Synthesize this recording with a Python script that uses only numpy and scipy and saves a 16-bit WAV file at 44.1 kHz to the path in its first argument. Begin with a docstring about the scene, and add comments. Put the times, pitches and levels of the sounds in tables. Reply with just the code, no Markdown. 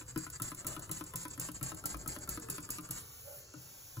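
"""Toy steam engine on a windowsill

The engine slowly gains speed from four to five turns a second. In each turn two crank impacts excite
the modes of frame and boiler, the exhaust spits, and the cylinder chuffs strongly and then weakly.
A hand stops the flywheel and bumps the engine, while steam goes on leaking with a thin hiss."""
import sys
import numpy as np
from scipy import signal
from scipy.fft import rfft, irfft, next_fast_len
from scipy.io import wavfile
from scipy.ndimage import map_coordinates

SR = 44100
rng = np.random.default_rng(int(sys.argv[2]) if len(sys.argv) > 2 else 0)


def persist_wave(psi):
    """Save psi, clipped to +-1, as 16-bit WAV."""
    counts = np.round(np.clip(psi, -1, 1) * 32767).astype(np.int16)
    wavfile.write(sys.argv[1], SR, np.atleast_2d(counts).T)


N = 176400
TIME = np.arange(N) / SR

# Modes of frame and boiler. Each row: frequency in Hz, T60 in seconds, push and return gains in dB.
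FRAME_MODES = [(131.1, 0.24, -39.5, -49), (171, 0.28, -44.5, -48.5), (267, 0.11, -47.5, -45.5),
               (309.3, 0.16, -47.5, -40.5), (575, 0.035, -64, -50), (1025, 0.087, -51, -44),
               (1261, 0.057, -45, -42.5), (1324.5, 0.06, -42.5, -43), (1496, 0.2, -68, -55.5)]
# Spectrum of the contact clack. Each row: frequency in Hz, relative level in dB.
CLACK_SPECTRUM = [(600, -1.5), (1500, 13), (4000, 1), (16000, -3)]
def knocks(strikes, mode_db, rise_cycles, lag_s, clack_db, thud_db, soft_db=0):
    """Impact excitation: each contact rings the modes, thuds, clacks and ticks; soft ones are duller."""
    rings, impulses, t = np.zeros(N), np.zeros(N), np.arange(SR // 3) / SR
    soften_above_hz, thud_hz, contact_rise_s = 700, 204.8, 0.00059
    for start, strike_db in strikes:
        scatter = rng.standard_normal((len(FRAME_MODES), 2))
        for (hz, t60, *_), db, (size, detune) in zip(FRAME_MODES, mode_db, scatter):
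            gain = amp(strike_db + db + 2.3 * size + soft_db * (hz > soften_above_hz))
            swing = np.sin(2 * np.pi * (hz * (1 + 0.017 * detune) * t + rng.random()))
            rise = 1 - np.exp(-t * hz / rise_cycles)
            delay = lag_s * (FRAME_MODES[0][0] / hz) ** 2  # the lowest mode arrives last
            add(rings, start + delay, gain * swing * fade(t, t60) * rise)
        add(impulses, start, [amp(strike_db)])

    def envelope(t60, rise_s):
        return signal.fftconvolve(impulses, fade(t, t60) * (1 - np.exp(-t / rise_s)))[:N]

    clack = amp(clack_db) * envelope(0.013, contact_rise_s) * noise(CLACK_SPECTRUM)
    tick = amp(-41) * envelope(0.017, contact_rise_s) * band(11400, width_hz=4400)
    thud = amp(thud_db) * envelope(0.09, 1 / thud_hz) * band(thud_hz, width_hz=560)
    return rings + thud + amp(soft_db) * (clack + tick)


# Impacts as the power stroke begins. 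Each row: start in seconds, gain in dB.
PUSH_STRIKES = [(.399, 3), (.646, -1), (.893, 1), (1.137, 2), (1.377, -1), (1.611, -0.5), (1.839, -1.5),
                (2.060, -0.5), (2.275, -0.5), (2.486, -1), (2.690, -1), (2.889, -3.5)]
# Impacts at the far end of the stroke. Each row: start in seconds, gain in dB.
RETURN_STRIKES = [(.012, -12.5), (.266, -8), (.517, -3.5), (.764, -3.5), (1.009, -3.5), (1.252, -2),
                  (1.487, -3.5), (1.718, -3.5), (1.944, -2.5), (2.163, -3.5), (2.374, -3.5), (2.581, -2),
                  (2.784, -0.5)]
# The held crank taking up its play. Each row: start in seconds, gain in dB.
NUDGE_STRIKES = [(3.538, -1), (3.968, 1.5)]
def linkage():
    """Backlash: one heavy clunk, two knocks a turn, and two soft ones while the hand holds the wheel."""
    _, _, push_db, return_db = np.transpose(FRAME_MODES)
    push = dict(mode_db=push_db, rise_cycles=1.63, lag_s=0.0037)
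    back = dict(mode_db=return_db, rise_cycles=0.35, lag_s=0.00775)
    nudge = dict(back, rise_cycles=1.63)
    clunk = knocks([(0.160, 6.9)], **back, clack_db=-33, thud_db=-44.5, soft_db=-10)
    pushes = knocks(PUSH_STRIKES, **push, clack_db=-42, thud_db=-44.5)
    returns = knocks(RETURN_STRIKES, **back, clack_db=-33, thud_db=-49.5)
    nudges = knocks(NUDGE_STRIKES, **nudge, clack_db=-42, thud_db=-49.5, soft_db=-8.5)
    return clunk + pushes + returns + nudges


# Exhaust openings, one a turn. Each row: start in seconds, spit gain in dB, chuff gain in dB.
OPENINGS = [(0.174, -3, 1.5), (.418, 3.5, 1), (.666, 4, -0.5), (0.912, 2, -2.5), (1.156, 1, -1.5),
            (1.396, 1, -0.5), (1.627, 1, -1), (1.855, 5.5, -1), (2.075, 0.5, -1.5), (2.289, 3, -2.5),
            (2.498, 2.5, -1.5), (2.702, 3, -2.5), (2.907, 2, -4)]
# Spectrum of wet steam. Each row: frequency in Hz, relative level in dB.
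SPIT_SPECTRUM = [(300, -5), (2000, -15), (3700, -14), (4400, -8), (6200, -5), (7600, 8.5), (8300, 0.5),
                 (11500, 5), (13300, 2), (15400, 3.5), (16500, -29)]
def spits(rise_s=0.0025, hold_s=0.0034):
    """Sudden release: wet steam cracks and sprays as the port opens, then cracks weakly at mid-turn."""
    times, turns = crank()
    bursts, t = np.zeros(N), np.arange(SR // 8) / SR
    rise = np.minimum(t / rise_s, 1)
    crack = rise ** 2 * fade(t - hold_s, t60=0.03)
    spray = rise * amp(-3.5) * fade(t, t60=0.085)
    for turn, (start, db, _) in enumerate(OPENINGS):
        add(bursts, start, amp(db) * np.maximum(crack, spray))
        if turn < len(OPENINGS) - 1:
            mid_turn_s = np.interp(turn + 0.512, turns, times)
            add(bursts, mid_turn_s, amp(-8 - 0.5 * turn) * crack)
    return amp(-33.5) * bursts * noise(SPIT_SPECTRUM)


STALL_S, STALL_TURN = 3.026, 0.45  # when, and where in its turn, the crank stops
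def crank():
    """Rotation at one turn per exhaust opening: times, and the turns made by then, up to the stall."""
    starts = [row[0] for row in OPENINGS]
    times = [2 * starts[0] - starts[1], *starts, STALL_S]
    turns = [*range(-1, len(starts)), len(starts) - 1 + STALL_TURN]
    return times, turns


# Spectra of the chuff and its brighter fizz. Each row: frequency in Hz, relative level in dB.
CHUFF_SPECTRUM = [(200, -3.5), (700, -19.5), (1300, -10), (2500, -18.5), (3600, -25), (4700, -11.5),
                  (5500, -17), (6400, -8), (6850, -0.5), (7700, 4), (8300, -9), (9500, -17), (16000, -46)]
FIZZ_SPECTRUM = [(3000, -10), (7000, -1), (9500, 4), (13500, -2), (15200, -1.5), (16300, -33)]
# Their flow over one cycle. Each row: crank angle in turns, gain in dB.
CHUFF_CYCLE = [(0, -6.5), (.04, -3.5), (.25, -1.5), (.38, -12), (.48, -29), (.59, -16.5), (.64, -5),
               (.76, -5), (.85, -21), (.98, -20.5)]
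FIZZ_CYCLE = [(0, -0.5), (.15, -1.5), (.38, 2), (.48, -9), (.88, -9.5), (.98, -35)]
# Build-up of the flow, mostly in the first turn. Each row: time in seconds, gain in dB.
FLOW_BUILD = [(.15, -4.5), (.42, -0.65), (2.9, 0.28)]
def chuffs(sputter_db=2.5, sputter_hz=110):
    """Modulated flow noise: the steam follows the crank angle, sputters, and dies away at the stall."""
    angle = np.interp(TIME, *crank()) % 1
    starts, _, chuff_db = np.transpose(OPENINGS)
    turn = np.maximum(np.searchsorted(starts, TIME) - 1, 0)
    sputter = map_coordinates(rng.standard_normal(N // 40), [TIME * sputter_hz])
    strength = amp(-41.5 + chuff_db[turn] + sputter_db * sputter)
    build = level(FLOW_BUILD)
    chuff = strength * build * level(CHUFF_CYCLE, angle) * noise(CHUFF_SPECTRUM)
    fizz = amp(-52) * build ** 2 * level(FIZZ_CYCLE, angle) * noise(FIZZ_SPECTRUM)
    return (chuff + fizz) * fade(TIME - STALL_S, t60=0.22)


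# Spectra of the two layers of the leak, a seep and a thin hiss. Each row: frequency in Hz, relative level in
# dB.
SEEP_SPECTRUM = [(600, 2.5), (1900, -6.5), (3400, -4), (4300, -2.5), (7100, 9.5), (8200, -3.5),
                 (16000, -11)]
LEAK_SPECTRUM = [(2000, -10.5), (6000, -19), (8000, -9), (11000, 6.5), (13000, 6.5), (15200, 11),
                 (16300, -23)]
# Their envelopes. Each row: time in seconds, level in dB.
SEEP_ENVELOPE = [(2.85, -70.5), (3.05, -58.5)]
LEAK_ENVELOPE = [(2.9, -67), (3.02, -56.5), (3.39, -51.5), (3.44, -62), (3.53, -76), (3.6, -56), (4, -55.5)]
def hiss():
    """Broadband steam noise: steam seeps and leaks past the piston, louder at the stall."""
    seep = level(SEEP_ENVELOPE) * noise(SEEP_SPECTRUM)
    leak = level(LEAK_ENVELOPE) * noise(LEAK_SPECTRUM)
    return seep + leak


# Soft bumps of the hand. Each row: start in seconds, frequency in Hz, level in dB.
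HAND_BUMPS = [(1.934, 55, -39.5), (2.085, 63, -46), (2.298, 56.7, -41.5), (3.549, 130.3, -46),
              (3.969, 115.5, -32.5)]
def hand_bumps(t60=0.42, rise_s=0.013):
    """Damped oscillation: each bump of the hand sets off one low, decaying sinusoid."""
    thumps, t = np.zeros(N), np.arange(SR // 2) / SR
    envelope = fade(t, t60) * np.minimum(t / rise_s, 1)
    for start, hz, db in HAND_BUMPS:
        add(thumps, start, amp(db) * np.sin(2 * np.pi * hz * t) * envelope)
    return thumps


# Noise bands of the scuff. Each row: centre in Hz, width in Hz, relative level in dB.
SCUFF_BANDS = [(565, 69, 10), (800, 250, -1), (1367, 920, -9.5)]
# Envelope of the scuff. Each row: time in seconds, level in dB.
SCUFF_ENVELOPE = [(3.2, -108), (3.275, -52.5), (3.35, -52), (3.48, -81)]
def scuff():
    """Random amplitude modulation roughens a brief, hollow scuff while the fingers hold the wheel."""
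    flutter = amp(3.5 * band(0, width_hz=70))
    hollow = sum(amp(db) * band(hz, width) for hz, width, db in SCUFF_BANDS)
    return level(SCUFF_ENVELOPE) * unit(flutter * hollow)


# Glide of the scrape. Each row: time in seconds, frequency in Hz.
SCRAPE_GLIDE = [(2.32, 511.5), (2.598, 374)]
# Envelope of the scrape. Each row: time in seconds, level in dB.
SCRAPE_ENVELOPE = [(2.2, -80), (2.35, -61), (2.55, -59.5), (2.75, -76.5)]
def scrape():
    """Narrowband noise has a pitch: a faint scraping tone falls with the centre of its band."""
    centre_hz = np.interp(TIME, *np.transpose(SCRAPE_GLIDE))
    return level(SCRAPE_ENVELOPE) * band(centre_hz, width_hz=52)


# Spectra of the whirr and the rumble. Each row: frequency in Hz, relative level in dB.
WHIRR_SPECTRUM = [(120, 2), (400, 5), (560, -2.5), (800, -3), (1300, 0.5), (2500, -26.5)]
RUMBLE_SPECTRUM = [(22, -20), (48, -3), (120, 3.5), (200, -19), (1000, -37)]
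# Their envelopes. Each row: time in seconds, level in dB.
WHIRR_ENVELOPE = [(.55, -69), (.7, -50.5), (.9, -62), (1.6, -68.5), (1.85, -61), (3, -61.5), (3.2, -74.5)]
RUMBLE_ENVELOPE = [(2.5, -56.5), (3.4, -63.5)]
def whirr_and_rumble():
    """Low-frequency noise: a whirr swells and sinks over a deep rumble."""
    whirr = level(WHIRR_ENVELOPE) * noise(WHIRR_SPECTRUM)
    rumble = level(RUMBLE_ENVELOPE) * noise(RUMBLE_SPECTRUM)
    return whirr + rumble


# Colour of the reflections. Each row: frequency in Hz, gain in dB.
BAY_RESPONSE = [(200, -13), (600, 1.5), (1200, -4.5), (2000, 3.5), (5600, -1.5), (7500, -29)]
def window_bay(sound, tails=14, t60=0.069):
    """Reverberation: a short, diffuse tail from the bay, different left and right."""
    t, blend = np.arange(SR // 6) / SR, np.linspace(0, tails - 1, N)
    wet = np.zeros((2, N))
    for k in range(tails):
        near = np.flatnonzero(abs(blend - k) < 1)
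        crossfaded = sound[near] * np.cos(np.pi / 2 * (blend[near] - k))
        for channel in wet:
            tail = rng.standard_normal(len(t)) * fade(t, t60)
            add(channel, near[0] / SR, signal.fftconvolve(crossfaded, tail / np.linalg.norm(tail)))
    return filtered(wet, lambda hz: amp(along(BAY_RESPONSE, hz)))


def amp(db):
    """Decibels to amplitude ratio."""
    return 10 ** (np.asarray(db) / 20)


def unit(x):
    """Normalisation to rms 1."""
    return x / np.sqrt(np.mean(x ** 2) + 1e-20)


def along(points, hz):
    """Interpolation of (Hz, value) points on a logarithmic frequency axis."""
    f, values = np.transpose(points)
    return np.interp(np.log(hz + 1), np.log(f + 1), values)


def level(points, at=TIME):
    """Gain interpolated from (position, dB) points; by default the position is time."""
    return amp(np.interp(at, *np.transpose(points)))


def filtered(x, response):
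    """Linear filtering: the spectrum of x times a complex frequency response."""
    size = next_fast_len(N + SR // 2)
    return irfft(rfft(x, size) * response(np.fft.rfftfreq(size, 1 / SR)), size)[..., :N]


def noise(spectrum):
    """Spectral shaping: coloured noise of rms 1."""
    return unit(filtered(rng.standard_normal(N), lambda hz: amp(along(spectrum, hz))))


def band(hz, width_hz):
    """Quadrature modulation: a noise band of rms 1 around a centre that may move."""
    slow = filtered(rng.standard_normal((2, N)), lambda f: 1 / (1 + (2 * f / width_hz) ** 2) ** 1.5)
    phase = 2 * np.pi * np.cumsum(hz * np.ones(N)) / SR
    return unit(slow[0] * np.cos(phase) + slow[1] * np.sin(phase))


def fade(t, t60):
    """Exponential decay after time zero, by 60 dB in t60 seconds."""
    return np.exp(-np.log(1000) * np.maximum(t, 0) / t60)


def add(track, start_s, sound):
    """Superposition of a sound on the track."""
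    part = track[max(round(start_s * SR), 0):][:len(sound)]
    part += sound[:len(part)]


# Phase difference between the channels. Each row: frequency in Hz, lead of the left in radians.
LEFT_LEAD = [(1400, .1), (2400, 3), (3400, 3), (4100, 0), (5000, 2.5), (6000, 0), (6600, -.4), (8400, -3),
             (9900, -5.3), (11600, -6.7), (13000, -9.1), (16000, -12.5)]
# Level difference between the channels. Each row: frequency in Hz, left minus right in dB.
LEFT_EXCESS = [(100, 1.5), (300, 3), (2200, 3.5), (4000, 4), (4900, 3.5), (6300, -0.5)]
def scene():
    """Phase and level differences place the nearby engine and its reflections in stereo."""
    sound = linkage() + spits() + chuffs() + hiss() + scrape() + scuff() + hand_bumps()
    sound += whirr_and_rumble()
    sides = np.array([[0.5], [-0.5]])
    direct = filtered(sound, lambda hz: np.exp(1j * sides * along(LEFT_LEAD, hz)))
    return filtered(direct + window_bay(sound), lambda hz: amp(sides * along(LEFT_EXCESS, hz)))


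def record(dry, cutoff_hz=16400):
    """Band limiting: a steep low-pass filter removes the highest treble."""
    return filtered(dry, lambda hz: 1 / (1 + (hz / cutoff_hz) ** 80))


dry = scene()
out = record(dry)
persist_wave(out)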